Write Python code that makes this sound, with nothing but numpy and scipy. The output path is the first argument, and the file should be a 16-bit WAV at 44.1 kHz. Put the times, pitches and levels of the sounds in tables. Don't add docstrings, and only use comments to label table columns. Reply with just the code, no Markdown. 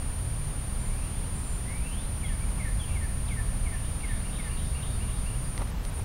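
import sys
import numpy as np
from scipy import signal
from scipy.fft import rfft, irfft, next_fast_len
from scipy.io import wavfile
from scipy.ndimage import uniform_filter1d

SR = 44100
rng = np.random.default_rng(int(sys.argv[2]) if len(sys.argv) > 2 else 0)


def elevation(decibels):
    levels = np.asarray(decibels, float)
    return 10 ** (levels / 20)


def unload_wav(signal):
    wavfile.write(
        sys.argv[1],
        SR,
        np.round(np.clip(np.atleast_2d(signal).T, -1, 1) * 32767).astype(np.int16),
    )


N = 266672
T = np.arange(N) / SR

# pitch_hz, level_db, drift_share (slow pitch drift as a share of the pitch)
ENGINE_TONES = [(40.7, -36, 0.0521), (60.07, -40.5, 0.0504), (78.36, -42, .05), (109.9, -43, .07)]
# time_s, level_db
ENGINE_LOAD = [(0, -2.5), (1.2, -1), (1.7, -0.9), (2.3, 0.5), (3.5, 1.5), (4.2, 0), (4.9, 1), (5.6, 0.3),
               (6.05, -1)]
# pitch_hz, level_db (per Hz)
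WASH_COLOUR = [(12, -5.5), (22, 0.5), (45, -2), (100, -7), (200, -14.5), (330, -26.5), (600, -28),
               (1100, -30), (1600, -34), (2800, -37), (4500, -42), (7000, -46), (11000, -48),
               (16000, -48.5)]
# start_s, level_db
MOTOR_CURRENT = [(0, -43), (5.54, -44), (5.599, -47), (5.657, -50.5), (5.708, -69), (5.83, -52),
                 (5.848, -47), (5.868, -45), (5.902, -66), (5.918, -52), (5.94, -44), (5.953, -43.5),
                 (6.0, -48), (6.022, -52), (6.038, -70)]
# multiple (of a quarter of the chopper pitch), level_db
MOTOR_CLOCK = [(1, -69), (2, -68), (3, -68), (5, -70), (6, -73)]
# start_s, length_s, lowest_pitch_hz, level_db
TRILL_BURSTS = [
    (.78, .15, 7250, -59),
    (1.335, 0.11, 7400, -55),
    (1.435, 0.15, 7240, -53.5),
]
# start_s, length_s, level_db
RISING_SLIDES = [
    (0.817, 0.43, -59),
    (1.642, 0.45, -52),
]
# start_s, level_db, plunge_level_db (of the quick drop at the onset)
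FALLING_NOTES = [
    (2.206, -47.5, -64),
    (2.565, -46, -68),
    (2.928, -45.5, -66),
    (3.281, -45.5, -46.5),
    (3.634, -46.5, -63),
    (4.004, -44.5, -52),
    (4.361, -46, -70),
]
# start_s, peak_db, brightness_db (per octave)
FINGER_CLICKS = [
    (5.5783, -24, 0),
    (5.6192, -33, 0),
    (5.6745, -37, 0),
    (5.851, -29, 3),
    (1.712, -40, 0),
]
# pitch_hz, width_hz, level_db
HOUSING_RINGS = [(1000, 300, -3), (2000, 250, 0), (2600, 600, -6), (4300, 500, 0), (6200, 700, -2),
                 (7800, 800, -3), (10500, 2000, -7)]
# time_s, level_db
SKIN_RUB = [(5.4, -82), (5.468, -56), (5.53, -58), (5.575, -49), (5.62, -45.5), (5.65, -56), (5.801, -57),
            (5.93, -54), (6.05, -60)]
# start_s, length_s, first_pitch_hz, last_pitch_hz, peak_db
WHISTLER_NOTES = [
    (2.243, .026, 3400, 3200, -45),
    (2.278, .024, 3050, 2800, -53),
    (2.33, .03, 2270, 2220, -55),
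    (2.395, .055, 2250, 2320, -52),
    (2.79, .036, 3400, 3200, -44),
    (2.828, .03, 3120, 2860, -52),
    (2.85, .11, 2790, 2740, -55),
    (2.875, .055, 2560, 2300, -54),
    (5.43, .06, 4800, 4760, -61),
]
# start_s, low_level_db, mid_level_db, high_level_db
WREN_PHRASES = [
    (3.742, -59, -58, -64),
    (3.985, -57, -57, -64),
    (4.232, -54, -53, -61),
    (4.48, -52, -52, -60),
    (4.732, -52, -52.5, -62),
    (4.988, -53, -54, -62),
    (5.245, -52, -72, -68),
]
# start_s (within the phrase), length_s, pitch_hz, level_db
WREN_PIPS = [
    (0, .05, 2380, -7),
    (.014, .032, 2860, .5),
    (.056, .02, 2850, -3),
    (.088, .02, 2900, -4),
]
# start_s (within the phrase), length_s, held_pitch_hz, first_swing_hz, last_swing_hz
WREN_BURRS = [
    (.088, .145, 3830, -1000, -300),
    (.165, .19, 4290, 1050, 420),
]


def unit(x):
    return x / np.sqrt(np.mean(x ** 2))


def walk(rate):
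    hold = int(SR / rate)
    levels = np.repeat(rng.standard_normal(N // hold + 1), hold)
    return unit(uniform_filter1d(uniform_filter1d(levels, hold), hold)[:N])


def band(x, lo_hz, hi_hz):
    sos = signal.butter(2, [lo_hz, min(hi_hz, .45 * SR)], "bandpass", fs=SR, output="sos")
    return signal.sosfilt(sos, x)


def glide(length, pitch, attack, release, depth_db=24):
    s = np.arange(0, length, .0005)
    edge = np.clip(np.maximum(1 - s / attack, 1 - (length - s) / release), 0, 1)
    return np.transpose([s, pitch(s), -depth_db * edge ** 2])


def add(out, rows, start=0., db=0., bend_hz=0., swell_db=0.):
    s, hz, row_db = np.transpose(rows)
    span = slice(int((start + s[0]) * SR), min(int((start + s[-1]) * SR), N))
    t = T[span] - start
    pitch = np.interp(t, s, hz) + np.broadcast_to(bend_hz, N)[span]
    gain = elevation(np.interp(t, s, row_db) + db + np.broadcast_to(swell_db, N)[span])
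    out[span] += np.sqrt(2) * gain * np.sin(2 * np.pi * np.cumsum(pitch) / SR)


def woods(x, t60, wet_db, gap_s, stir, ground_db=-5):
    t = np.arange(int(.8 * SR)) / SR
    fade = np.exp(-np.log(1000) * t / t60) * np.clip(t / gap_s, 0, 1)
    fade = fade / np.sqrt(5 * np.sum(fade ** 2))
    size = next_fast_len(N + len(t))
    echoes = 0
    for _ in range(5):
        echoes = echoes + rfft(x * walk(stir), size) * rfft(fade * rng.standard_normal(len(t)), size)
    bounce = elevation(ground_db) * np.roll(x, int(.00225 * SR))
    return x + bounce + elevation(wet_db) * irfft(echoes, size)[:N]


def load_db():
    return np.interp(T, *np.transpose(ENGINE_LOAD))


def engines():
    out = np.zeros(N)
    for hz, db, drift in ENGINE_TONES:
        bend_hz = hz * drift * walk(3) + .09 * hz * walk(12)
        swell_db = load_db() + 2.5 * walk(11) + 1.5 * walk(5)
        add(out, [(0, hz, db), (N / SR, hz, db)], bend_hz=bend_hz, swell_db=swell_db)
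    return out


def wash():
    hz = np.arange(N // 2 + 1) * SR / N + 1
    f, db = np.transpose(WASH_COLOUR)
    colour = elevation(np.interp(np.log(hz), np.log(f), db)) * np.clip(hz / 10, 0, 1) ** 2
    noise = rfft(rng.standard_normal(N)) * colour
    low = 1 / (1 + (hz / 250) ** 4)
    high = 1 / (1 + (2500 / hz) ** 2)
    rumble = irfft(noise * low, N) * elevation(0.46 * load_db())
    traffic = irfft(noise * (1 - low) * (1 - high), N) * elevation(0.26 * load_db() + .5 * walk(4.84))
    hiss = irfft(noise * (1 - low) * high, N)
    return unit(rumble + traffic + hiss) * elevation(-32)


def lens_motor():
    chop_hz, turn_cycles, first_turn_s, turn_s = 9293.8, 132, .003, .00006
    readout_hz, readout_db, readout_start_s, frame_rate = 11373.25, -68, .31, 29.9
    s, db = np.transpose(MOTOR_CURRENT)
    current = uniform_filter1d(elevation(db)[np.searchsorted(s[1:], T, "right")], size=40)
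    cycles = (T - first_turn_s) * chop_hz
    ramp = np.arcsin(np.sin(np.pi * cycles / turn_cycles)) / np.pi * turn_cycles / chop_hz
    polarity = np.clip(ramp / turn_s, -1, 1) - 0.11
    whine = current * polarity * (1 + 0.03 * walk(300)) * np.sin(2 * np.pi * cycles + 0.31)
    clock = sum(elevation(g) * np.sin(np.pi / 2 * k * cycles) for k, g in MOTOR_CLOCK)
    frame = np.sign(np.sin(np.pi * frame_rate * np.maximum(T - readout_start_s, 1 / SR)))
    readout = elevation(readout_db) * frame * np.sin(2 * np.pi * readout_hz * T)
    return np.sqrt(2) * (whine + current / elevation(db[0]) * clock + readout)


def triller():
    beats_per_s, flick_hz = 34.5, 850
    out = np.zeros(N)
    beat = ((T - 1.484) * beats_per_s) % 1
    gaps_db = -14 * np.exp(-beat / 0.12) - 6 * np.exp(-((beat - .68) / 0.061) ** 2)
    for start, length, hz, db in TRILL_BURSTS:
        rows = glide(length, lambda s: hz - 700 * s, attack=.025, release=.06, depth_db=15)
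        add(out, rows, start, db, bend_hz=flick_hz * beat ** 4, swell_db=gaps_db)
    return woods(out, t60=.3, wet_db=-6, gap_s=.011, stir=80, ground_db=-7)


def rising_pitch(s):
    return 1985 - 260 * np.exp(-s / .012) + 2500 * s + 15500 * s ** 3


def falling_pitch(s, handover_s, handover_width_s):
    plunge_hz = 1800 * np.exp(-s / .0105)
    sag_hz = 4300 * (s - .25 * np.maximum(s - handover_s, 0))
    step_hz = 95 * np.clip((s - handover_s) / handover_width_s, 0, 1)
    return 2300 + plunge_hz - sag_hz - step_hz


def songbird():
    handover_s, handover_width_s = .071, .015
    out, shimmer = np.zeros(N), 1.4 * walk(60)
    for start, length, db in RISING_SLIDES:
        rows = glide(length, rising_pitch, attack=.022, release=.1)
        add(out, rows, start, db, swell_db=shimmer - 8 * (T - start))
    for start, db, plunge_db in FALLING_NOTES:
        rows = glide(.15, lambda s: falling_pitch(s, handover_s, handover_width_s), .048, .045)
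        s = rows[:, 0]
        level_db = np.maximum(db + rows[:, 2], plunge_db - 600 * s)
        dip_db = -12 * np.exp(-((s - handover_s) / handover_width_s) ** 2)
        rows[:, 2] = level_db + dip_db - 3 * (s > handover_s)
        add(out, rows, start, swell_db=shimmer)
    return woods(out, t60=.6, wet_db=-1, gap_s=.015, stir=190)


def fingers():
    out, t = np.zeros(N), np.arange(600) / SR
    for start, peak_db, bright_db in FINGER_CLICKS:
        ring = np.zeros(len(t))
        for k, (hz, width_hz, db) in enumerate(HOUSING_RINGS):
            gain = elevation(db + bright_db * np.log2(hz / 4000))
            ring += gain * np.exp(-np.pi * width_hz * t) * np.sin(2 * np.pi * hz * t + k)
        first = int(start * SR)
        out[first:first + 600] += elevation(peak_db) * ring / np.abs(ring).max()
    s, db = np.transpose(SKIN_RUB)
    rub_db = np.interp(T, s, db, left=-120) + 3.4 * walk(70)
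    return out + unit(band(rng.standard_normal(N), 230, 1200)) * elevation(rub_db)


def whistler():
    out, waver = np.zeros(N), 40 * walk(120)
    for start, length, first_hz, last_hz, db in WHISTLER_NOTES:
        slide = lambda s: first_hz + (last_hz - first_hz) * s / length
        rows = glide(length, slide, 0.37 * length, 0.2 * length)
        add(out, rows, start, db, bend_hz=waver)
    return woods(out, t60=.5, wet_db=-6, gap_s=.03, stir=300, ground_db=-12)


def wren():
    strokes_per_s, narrow_s = 62, .065
    out = np.zeros(N)
    jitter, shimmer = 40 * walk(200), 2.0 * walk(120)
    for start, low_db, *burr_levels in WREN_PHRASES:
        for s0, length, hz, db in WREN_PIPS:
            rows = glide(length, lambda s: hz - 280 * np.exp(-s / .01), 0.0035, 0.0033)
            add(out, rows, start + s0, low_db + db, bend_hz=0.42 * jitter, swell_db=.5 * shimmer)
        for (s0, length, held_hz, first_hz, last_hz), db in zip(WREN_BURRS, burr_levels):
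            stagger = .4 * np.cumsum(rng.standard_normal(int(np.ceil(length / .0005)))) / 8

            def burr_pitch(s):
                swing_hz = last_hz + (first_hz - last_hz) * np.exp(-(s / narrow_s) ** 2)
                stroke = (.5 + .5 * np.cos(2 * np.pi * s * strokes_per_s + stagger)) ** 1.2
                return held_hz + swing_hz * stroke

            rows = glide(length, burr_pitch, attack=.006, release=.015)
            rows[:, 2] += 5 * np.exp(-(rows[:, 0] / narrow_s) ** 2)
            add(out, rows, start + s0, db - 5.5, bend_hz=jitter, swell_db=shimmer)
    return woods(out, t60=.38, wet_db=-4, gap_s=.008, stir=180, ground_db=-20)


def scene():
    camera = lens_motor() + fingers()
    birds = triller() + songbird() + whistler() + wren()
    return (engines() + wash() + birds + camera)[None]


def band_limit(x):
    return signal.sosfilt(signal.butter(12, 16060, fs=SR, output="sos"), x)


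def record(dry):
    low_pass = signal.ellip(10, .2, 70, 15740, fs=SR, output="sos")
    mix = signal.sosfilt(low_pass, dry)
    return band_limit(mix)


dry = scene()
out = record(dry)
unload_wav(out)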